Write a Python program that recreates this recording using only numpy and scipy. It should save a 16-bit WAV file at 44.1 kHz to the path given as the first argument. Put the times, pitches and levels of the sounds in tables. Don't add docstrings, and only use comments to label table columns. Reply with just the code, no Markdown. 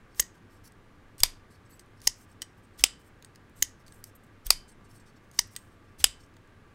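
import sys
import numpy as np
from scipy import signal
from scipy.fft import rfft, irfft
from scipy.io import wavfile
from scipy.ndimage import uniform_filter1d

SR = 44100
rng = np.random.default_rng(int(sys.argv[2]) if len(sys.argv) > 2 else 0)


def gain_from_db(level_db):
    decades = np.asarray(level_db, float) / 20
    return 10 ** decades


def generate_wav(sig):
    pcm = np.round(np.clip(np.atleast_2d(sig).T, -1, 1) * 32767).astype(np.int16)
    wavfile.write(sys.argv[1], SR, pcm)


N = 297536


def unit(x):
    return x / np.sqrt(np.mean(x ** 2))


def add(out, x, s):
    i = int(s * SR)
    out[i:i + len(x)] += x[:len(out) - i]


def coloured(gain, size=N):
    hz = np.maximum(np.fft.rfftfreq(size, 1 / SR), 1)
    return unit(irfft(rfft(rng.standard_normal(size)) * gain(hz), size))


def resonance(f, hz, width):
    return 1 / (1 + (2 * (f - hz) / width) ** 2)


def modes(hz, db, t60, size):
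    t = np.arange(size)[:, None] / SR
    sign = (-1.) ** np.arange(len(hz))
    return sign * gain_from_db(db) * np.cos(2 * np.pi * hz * t) * 1000. ** (-t / t60)


# [f/Hz, width/Hz, level/dB]
FAN_BANDS = [(100, 12, -65), (1168, 45, -73), (1620, 190, -73)]


def fan():
    return sum(gain_from_db(db) * coloured(lambda f: resonance(f, hz, width)) for hz, width, db in FAN_BANDS)


# [f/Hz, level per Hz/dB]
AIR_SPECTRUM = [(20, 1), (33, -8.5), (65, -7.5), (100, -4.5), (150, -9.5), (250, -9), (450, -14.5),
                (650, -20.5), (1200, -20), (2000, -23), (3000, -30), (5000, -38), (9000, -43),
                (16000, -51.5)]


def air():
    hz, db = np.transpose(AIR_SPECTRUM)

    def gain(f):
        return gain_from_db(np.interp(np.log(f), np.log(hz), db)) * np.minimum(f / 14, 1) ** 2

    return gain_from_db(-56.5) * coloured(gain)


# [t/s, level/dB, f/Hz, t60/s, first swing up or down]
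DESK_JOLTS = [(0.191, -31.5, 47, 0.11, -1), (1.208, -27, 23, 0.3, -1), (1.211, -34.5, 70, .2, -1),
              (2.058, -36.5, 32, 0.21, 1), (2.8, -37, 47.6, 0.35, 1), (3.59, -43.5, 19, 0.22, 1),
              (3.621, -42.5, 63, 0.198, 1), (4.462, -26, 32, .16, 1), (4.499, -30, 24, .3, 1),
              (5.39, -40.5, 30.4, 0.23, -1), (5.998, -35.5, 73, 0.18, 1), (6.044, -34, 41, 0.21, 1)]


def jolts():
    out = np.zeros(N)
    t = np.arange(SR // 2) / SR
    onset = 1 - np.exp(-t / 0.0053)
    for s, db, hz, t60, way in DESK_JOLTS:
        swing = np.sin(2 * np.pi * hz * t) * 1000. ** (-t / t60) * onset
        add(out, np.sign(way) * gain_from_db(db) * swing, s)
    return out


# [f/Hz, t60/s, level/dB]
ROOM_DECAY = [(500, 0.39, -5.5), (1990, 0.28, -2), (5000, 0.25, 1.5), (9986, 0.23, -1.5), (13000, 0.15, -1),
              (16020, .15, -4)]


def room():
    room_db, rise_s = -17, 0.0017
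    desk_db, desk_s = 15.5, 0.0084
    wall_db, wall_s, wall_spread_s = 5, .024, .005
    t = np.arange(SR // 2) / SR
    hz, t60, db = np.transpose(ROOM_DECAY)
    tail = 0
    for centre in 250 * 2 ** np.arange(0, 6.1, .5):
        band = coloured(lambda f: np.exp(-(np.log2(f / centre) / 0.34) ** 2), size=len(t))
        band_db = np.interp(np.log(centre), np.log(hz), db)
        band_t60 = np.interp(np.log(centre), np.log(hz), t60)
        tail = tail + np.sqrt(centre) * band * gain_from_db(band_db) * 1000. ** (-t / band_t60)
    desk = desk_db * np.exp(-t / desk_s)
    wall = wall_db * np.exp(-((t - wall_s) / wall_spread_s) ** 2)
    tail = tail * (1 - np.exp(-t / rise_s)) * gain_from_db(desk + wall)
    return gain_from_db(room_db) * tail / np.sqrt(np.sum(tail ** 2))


# [release t/s, load level/dB, swing level/dB, swing length/s, handle rumble level/dB]
LAUNCH_STROKES = [
    (1.203, -48, -49, 0.053, -2.5),
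    (2.793, -50.5, -49, 0.088, -1.5),
    (4.466, -46.5, -50, .038, 5.5),
    (6.001, -48, -48.5, 0.044, 5.5),
]
# [length/s, end level/dB, tilt/dB per octave]
FALL_STROKES = [(0.042, -52.5, 4), (0.057, -53, -2.5), (.07, -57, 4.5), (0.064, -56.5, -3.5)]
# [t/s, length/s, end level/dB, tilt/dB per octave]
FINGER_PRESSES = [(0.099, 0.043, -73, -11.5), (0.635, 0.044, -57, 1.5), (2.153, 0.085, -62, 2),
                  (2.276, 0.055, -68.5, 2), (2.411, .009, -56, -8), (2.624, .03, -68.5, -2.5),
                  (3.048, 0.037, -67.5, 5), (3.786, 0.034, -70, -2), (4.88, 0.093, -62, -0.5),
                  (5.155, 0.024, -72, -9)]
# [t/s, length/s, start level/dB, tilt/dB per octave]
FINGER_SLIDES = [(.333, 0.049, -69, -5.5), (0.492, 0.094, -67.5, -2), (1.498, 0.064, -63, -3),
                 (1.645, 0.029, -70, -7.5), (1.691, 0.072, -60.5, 1), (1.969, 0.035, -67.5, -6),
                 (2.443, .089, -74, -12), (2.57, .03, -70, 2.5), (2.988, .071, -68, -3.5),
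                 (3.862, 0.065, -65.5, -2), (3.92, 0.088, -62, 7), (4.04, 0.056, -57, 1),
                 (4.15, 0.015, -55, 13), (4.234, 0.013, -61, 2), (4.676, 0.048, -56, -1.5),
                 (4.84, 0.036, -66.5, -6), (4.995, .025, -62.5, -6.5), (5.052, 0.053, -63.5, -9.5),
                 (5.468, 0.015, -62.5, 2), (5.502, 0.059, -63, 3), (5.568, 0.1, -64, 1),
                 (6.19, 0.058, -64.5, -4), (1.791, 0.023, -58, -6), (2.1, .05, -68, -5),
                 (5.663, .085, -72, -0.5), (5.221, 0.076, -77, -1), (2.733, 0.039, -71.5, -8.5),
                 (4.263, 0.0096, -70, 0.5), (5.826, 0.11, -78, -7)]


def strokes():
    load_s, fall_gap_s, finger_handle_db = 0.021, .005, -19.5
    out = []
    for s, load_db, swing_db, length, handle_db in LAUNCH_STROKES:
        out.append((s - load_s, load_s, load_db - 17, load_db, -0.15, -6.5))
        out.append((s - .004, length, swing_db, swing_db - 19, -1.5, handle_db))
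    for (s, *_), (length, db, bright_db) in zip(SHUT_BLOWS, FALL_STROKES):
        out.append((s - fall_gap_s - length, length, db - 10.5, db, bright_db, -5.5))
    for s, length, db, bright_db in FINGER_PRESSES:
        out.append((s, length, db - 5, db, bright_db, finger_handle_db))
    for s, length, db, bright_db in FINGER_SLIDES:
        out.append((s, length, db, db - 8, bright_db, finger_handle_db))
    return out


def catches(n):
    return uniform_filter1d(np.repeat(rng.standard_normal(n // 200 + 1), 200), 150)[:n]


# [f/Hz, width/Hz, level/dB]
PIVOT_MODES = [(4500, 120, -8), (5395, 360, -2.5), (6270, 260, -5), (7640, 210, -5), (8400, 510, 2),
               (9450, 200, -8), (11700, 130, -4), (11900, 110, -5.5), (14100, 270, -8.5)]


def rubs():
    top_hz = 13100
    out = np.zeros(N)
    for s, length, start_db, end_db, bright_db, handle_db in strokes():
        n = int((length + 0.027) * SR)
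        t = np.arange(n) / SR
        ripple_db = 2.5 * rng.standard_normal(12)

        def slope(f):
            ripple = np.interp(f, np.linspace(3000, 16000, num=12), ripple_db)
            return gain_from_db(bright_db * np.log2(f / 8000) + ripple) / np.hypot(1, (f / top_hz) ** 3)

        hiss = coloured(lambda f: slope(f) / np.hypot(1, (4200 / f) ** 4), size=n)
        sound = hiss * gain_from_db(2.5 * catches(n))
        for hz, width, db in PIVOT_MODES:
            line = coloured(lambda f: resonance(f, hz, width), size=n)
            level_db = db + 2.2 * rng.standard_normal() + 4.5 * np.repeat(catches(n), 2)[:n]
            sound += .36 * slope(hz) * gain_from_db(level_db) * line
        handle = coloured(lambda f: np.exp(-(np.log2(f / 2500) / 2.3) ** 2), size=n)
        handle = handle * gain_from_db(1.3 * catches(n))
        pressure = gain_from_db(1.8 * np.repeat(catches(n), 3)[:n])
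        rise = np.clip(t / (0.25 * length), 0, 1) ** 0.93
        release = np.exp(-np.maximum(t - 0.96 * length, 0) / (0.002 + .1 * length))
        level = gain_from_db(np.interp(t, [0, length], [start_db, end_db]))
        add(out, (unit(sound) + gain_from_db(handle_db) * handle) * pressure * rise * release * level, s)
    return out


# [t/s, length/s, f/Hz, level/dB]
FINGER_SQUEAKS = [(1.648, .025, 8000, -72), (1.698, .065, 7950, -64), (1.7, .05, 4500, -71),
                  (1.945, 0.052, 10900, -81), (3.862, .03, 4500, -70), (3.863, 0.016, 8300, -71),
                  (5.5, 0.031, 5600, -68), (5.59, .05, 8500, -70)]


def squeaks():
    out = np.zeros(N)
    for s, length, hz, db in FINGER_SQUEAKS:
        n = int(length * SR)
        song = coloured(lambda f: resonance(f, hz, .036 * hz), size=n)
        add(out, gain_from_db(db) * np.sqrt(np.hanning(n)) * song, s)
    return out


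# [t/s, f/Hz, level/dB, t60/s]
PART_PINGS = [(.224, 1890, -42, 0.066), (.226, 6600, -42, .03), (1.2045, 3400, -41, .03),
              (1.2045, 6500, -40, .03), (1.795, 8100, -50, .03), (1.795, 10900, -64, .045),
              (1.795, 13700, -64, 0.037), (2.42, 3030, -30, .022), (2.419, 4920, -34, 0.022),
              (2.42, 5720, -34, 0.025), (3.2475, 8200, -45, .018), (3.881, 4500, -57.5, .04),
              (3.923, 8500, -45, .015), (4.041, 8300, -43, .015), (5.564, 1960, -41, 0.036),
              (5.565, 3060, -46, 0.034), (5.564, 8260, -29, 0.02)]


def pings():
    out = np.zeros(N)
    for s, hz, db, t60 in PART_PINGS:
        add(out, modes(np.array([hz]), db, t60, size=SR // 10)[:, 0], s)
    return out


def blow(hz, width, db, chatter_ms, rebound_ms, rebound_db, lead_db=-24, lead_ms=1.4, crack_db=-10,
         damp=2.7, dull=0.017, seat_ms=50, choke_db=0):
    ms = np.arange(600) / SR * 1000
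    force = 0
    for at_ms, size_db in ((0, lead_db), (lead_ms, 0), (lead_ms + rebound_ms, rebound_db)):
        since = ms - at_ms
        rattle = rng.standard_normal(len(ms)) * gain_from_db(2.6 * rng.standard_normal(len(ms)))
        rattle[np.argmax(since >= 0)] = 7
        fade = (since >= 0) * np.exp(-(since / max(chatter_ms, .1)) ** 2)
        force = force + gain_from_db(size_db) * fade * rattle
    reach = np.exp(-dull * np.maximum(ms - lead_ms, 0)[:, None] * hz / 1000)
    each = signal.fftconvolve(force[:, None] * reach, modes(hz, 0, damp / width, size=1500), axes=0)
    seated = (np.arange(len(each)) / SR * 1000 - lead_ms - seat_ms) / 0.53
    each = each * gain_from_db(choke_db * (1 + np.tanh(seated)) / 2)[:, None]
    sound = (each / np.linalg.norm(each, axis=0) * gain_from_db(db)).sum(axis=1)
    crack = np.diff(np.diff(force))
    sound[:len(crack)] += gain_from_db(crack_db) * crack / np.linalg.norm(crack)
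    return sound / np.sqrt(np.sum(sound ** 2) / (0.0031 * SR))


# [t/s, peak level/dB, tilt/dB per octave, chatter/ms, knock level/dB]
PART_TICKS = [(0.2258, -31.5, -5.5, 0.69, -10), (1.2037, -22.5, 7, 0.59, -2.5),
              (2.4195, -20.5, -4.5, 0.27, -11), (2.796, -34.5, -2, 0.6, -3), (4.0408, -28.5, 8, 0.92, 1.5),
              (4.4669, -21, 14, 0.46, 5), (5.5634, -21.5, -2, 0.98, -11.5)]
# [t/s, peak level/dB, tilt/dB per octave]
NAIL_CLICKS = [(0.1472, -45.5, -8), (0.7215, -48, 1), (1.1819, -39.5, 8), (1.7948, -39, -1),
               (2.0036, -49, 1), (2.0172, -39, 1), (2.4265, -28.5, -2), (3.225, -39.5, -8),
               (3.247, -36, -3), (3.2594, -53, 1.5), (3.35, -50, -10), (3.3584, -40.5, -4),
               (3.4967, -55.5, 9), (3.8646, -48, -2), (3.881, -41.5, -6), (3.9232, -41.5, -4),
               (5.3142, -43.5, 5), (5.553, -41.5, -4), (6.263, -56.5, 4), (6.3394, -55, -4),
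               (6.3676, -45, -10), (6.4744, -56, -3), (1.771, -56, 6), (1.861, -59, 3), (3.869, -49, 0),
               (3.875, -52, 2), (5.573, -39, 0)]


def ticks():
    out = np.zeros(N)
    hz, width, *grips = np.transpose(SHUT_MODES)
    nails = [(s, db, tilt_db, 0.99, -7 + .8 * tilt_db) for s, db, tilt_db in NAIL_CLICKS]
    for s, db, tilt_db, chatter_ms, knock_db in PART_TICKS + nails:
        colour_db = .5 * np.mean(grips, axis=0) + tilt_db * np.log2(hz / 5000)
        colour_db += knock_db * (hz < 3200) - 9 * (hz < 1500)
        colour_db += 3 * (abs(hz - 8500) < 700) - 8 * (hz > 9500) - 6 * (hz > 15000)
        colour_db += 2.5 * rng.standard_normal(len(hz))
        click = blow(hz, width, colour_db, chatter_ms, 2.5, -7.5, lead_db=-39.5, lead_ms=0.21,
                     crack_db=-6.5, damp=1.4)
        add(out, gain_from_db(db - 11.0) * click, s - .0003)
    return out


# [f/Hz, level/dB, t60/s]
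DETENT_MODES = [(3400, 4, .035), (6300, 3, .035), (8300, 1.5, .035), (11100, 1.5, .03)]


def detent_chirps():
    out = np.zeros(N)
    chirp = modes(*np.transpose(DETENT_MODES), size=SR // 8).sum(axis=1)
    for s, _, swing_db, *_ in LAUNCH_STROKES:
        add(out, gain_from_db(swing_db) * chirp, s + .002)
    return out


def all_round(hz, width, db):
    f = np.fft.rfftfreq(512, 1 / SR)[:, None]
    power = (gain_from_db(2 * db) / width * resonance(f, hz, width) ** 1.5).sum(axis=1)
    pulse = np.fft.fftshift(irfft(np.sqrt(power))) * np.hanning(512)
    return pulse / np.sqrt(np.sum(pulse ** 2) / (0.0027 * SR))


# [f/Hz, width/Hz, level/dB in each snap..]
THUMB_MODES = [(318, 320.0, -36.0, -23.5), (730.0, 170.0, -22.5, -25.5), (1004.0, 110.0, -17.5, -17.5),
               (2000, 1000, -8, -12.5), (2360.0, 250.0, -10.0, -12), (3170.0, 380, -14.0, -23),
               (3560.0, 280.0, -8.5, -18), (4810, 370, -1.5, -1), (5880.0, 480.0, -9.5, -14.5),
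               (6540.0, 240.0, -13.0, -27.5), (6900.0, 570.0, -9.0, -10.5), (8170, 450, -7, -10),
               (8920, 310.0, -9.5, -14), (10300, 1100, -9, -8), (11100, 1100, -9.0, -10.0),
               (12470.0, 420.0, -11.5, -19.5), (11700.0, 730.0, -11.0, -19), (14400, 430.0, -11.0, -15.5),
               (15800.0, 500.0, -29.0, -24)]
FLICK_MODES = [(300.0, 1000.0, -25.0, -23.5), (837.0, 300, -20.0, -25), (1260.0, 180.0, -19.5, -24.5),
               (1850, 730, -9.5, -12.5), (2860, 780.0, -1.5, -4.5), (3510, 650, -7, -7.0),
               (4980, 410, -1.5, -7), (6370, 1100, -7.0, -9.5), (7380, 300.0, -6.5, -10),
               (7950.0, 850.0, 1, 0), (8540, 1100, -1.0, -3), (9880, 200.0, -13.5, -10.0),
               (10720.0, 450, -13.0, -12), (11700, 840, -13.5, -14.5), (13030, 560, -18.5, -8.5),
               (13130, 520.0, -25.0, -15), (15200.0, 400.0, -21.0, -26.0)]
SHUT_MODES = [(360.5, 200.0, -32, -39.5, -41.5, -35.0), (934, 80.0, -19.5, -18, -25.5, -17.5),
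              (1870, 110.0, -6.5, -11, -6.5, -4.5), (2120.0, 160, -16.5, -14.0, -14.5, -15.0),
              (2786.0, 180.0, -19, -14, -17.5, -15.5), (3050, 54, -11.0, -13.0, -11, -16.0),
              (3780, 940.0, -10.5, -12.0, -10.0, -8), (4910, 340.0, -8.0, -1.5, -9.0, 0),
              (5300, 330.0, -18, 1.5, -9.5, -5.0), (5800.0, 570.0, -17.5, -0.5, -8.0, 2),
              (6600, 450, 2.5, 1, 2.5, -5), (7530.0, 580.0, -16.5, -6.5, -12.5, -11.5),
              (8130, 520, -2.0, -8.0, -8, -4.5), (9057, 1600.0, -18.5, -7.0, -5.5, -3.5),
              (9780.0, 110, -32.0, -8.0, -12.0, -21.0), (11000.0, 310, -11, -16.0, -12.5, -19.0),
              (12000.0, 1100.0, -15, -10.0, -14.5, -17.0), (13700.0, 230.0, -13.5, -28.5, -8.5, -20.5),
              (14200.0, 230, -3.5, -22.5, -12, -10.5), (15000.0, 420.0, -17.0, -21.0, -15.5, -19.5)]
# [t/s, blow level/dB, chatter/ms, rebound level/dB, ring level/dB]
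THUMB_BLOWS = [
    (1.234, -16.5, 2.2, -7, -10.5),
    (4.5047, -16, 1.6, 0.5, 0),
]
FLICK_BLOWS = [
    (2.839, -14.5, 2, -12, 0.88),
    (6.042, -14.5, 1.8, -11, 0.98),
]
SHUT_BLOWS = [
    (0.196, -20.5, 3.5, -3.5, -8.5),
    (2.0719, -19, 1.4, -2.5, -20),
    (3.6241, -21, 1.2, -4.5, -13),
    (5.39, -20.5, 2, -4.5, -13.5),
]
# [first touch level/dB, rebound after/ms, seated after/ms, choke level/dB]
THUMB_SEATING = [(-27, .9, 4.5, -5), (-28, 1.5, 4.6, -5.5)]
FLICK_SEATING = [(-30, 2.5, 5, -6), (-30, 2.4, 4.3, -5)]
SHUT_SEATING = [(-22.5, 2.3, 4.5, -11.5), (-16.5, 2.5, 5.5, -8), (-23.5, 2.4, 3.5, -12),
                (-11.5, 2.7, 4.68, -12)]
# [f/Hz, level/dB, t60/s]
THUMB_STEEL = [(3064, -50, 0.45), (3700, -54, .2), (4445, -54, .24), (4743, -38, 0.25), (4720, -36, .14),
               (4890, -43, .13), (4990, -49, .3), (5650, -48.5, 0.15), (6140, -50, .13), (6500, -51, .15),
               (9000, -47.5, .2), (10700, -52, .14)]
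FLICK_STEEL = [(3040, -45.5, 0.36), (2880, -50, .17), (3690, -51, .18), (3770, -54, .2), (4680, -46, .19),
               (4840, -45, .24), (4893, -51, .25), (5045, -50, .25), (5600, -49, 0.16), (5860, -55, .22),
               (6400, -55, .25), (8500, -46, .2), (10900, -52, .14)]
SHUT_STEEL = [(1880, -55, .1), (940, -45.5, 0.045), (4790, -38.5, 0.15), (5310, -39, 0.16),
              (5860, -37, 0.18), (6220, -43.5, 0.19), (8550, -58.5, .13), (9800, -37.5, 0.097)]


def snap(near, walls, events, seats, body, ring, palm, send_db, tilt_db, thud_db, ring_send_db, dull):
    t = np.arange(2000) / SR
    thud = np.sin(2 * np.pi * 200 * t) * np.exp(-t / 0.0022)
    hz, width, *grips = np.transpose(body)
    ring_hz, mode_db, t60 = np.transpose(ring)
    notch_hz, notch_width_hz = palm
    notch = signal.iirnotch(notch_hz, notch_hz / notch_width_hz, fs=SR)
    for event, seat, grip_db in zip(events, seats, grips):
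        s, blow_db, chatter_ms, rebound_db, ring_db = event
        lead_db, rebound_ms, seat_ms, choke_db = seat
        hit = blow(hz, width, grip_db, chatter_ms, rebound_ms, rebound_db, lead_db=lead_db,
                   dull=dull, seat_ms=seat_ms, choke_db=choke_db)
        add(near, gain_from_db(blow_db + 8.5) * signal.lfilter(*notch, hit), s - .0014)
        steel = gain_from_db(ring_db) * modes(ring_hz, mode_db, t60, size=SR // 2).sum(axis=1)
        add(near, steel, s)
        add(walls, gain_from_db(ring_send_db) * steel, s)
        add(near, -gain_from_db(thud_db) * thud, s)
        power_db = 0.88 * grip_db + tilt_db * np.log2(np.maximum(hz / 5000, 1))
        add(walls, gain_from_db(blow_db + 6.5 + send_db) * all_round(hz, 1.5 * width, power_db), s - .004)


def snaps():
    near, walls = np.zeros((2, N))
    snap(near, walls, THUMB_BLOWS, THUMB_SEATING, THUMB_MODES, THUMB_STEEL,
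         (1570, 150), 3, -2, -34.5, -8.5, .017)
    snap(near, walls, FLICK_BLOWS, FLICK_SEATING, FLICK_MODES, FLICK_STEEL,
         (650, 180), 0.5, -4.5, -38.5, -8, .017)
    snap(near, walls, SHUT_BLOWS, SHUT_SEATING, SHUT_MODES, SHUT_STEEL,
         (1480, 550), 0.5, -1, -38.5, -4, -0.07)
    return near, walls


def scene():
    near, walls = snaps()
    handling = ticks() + rubs() + pings() + squeaks()
    reverberant = signal.fftconvolve(walls + handling, room())[:N]
    return (near + detent_chirps() + handling + reverberant + jolts() + air() + fan())[None]


def band_limit(x):
    return signal.sosfilt(signal.butter(12, 16410, fs=SR, output="sos"), x)


def record(dry):
    top = signal.ellip(8, .2, 60, 15750, fs=SR, output="sos")
    mix = np.clip(signal.sosfilt(top, dry), -1, 1)
    return band_limit(mix)


dry = scene()
out = record(dry)
generate_wav(out)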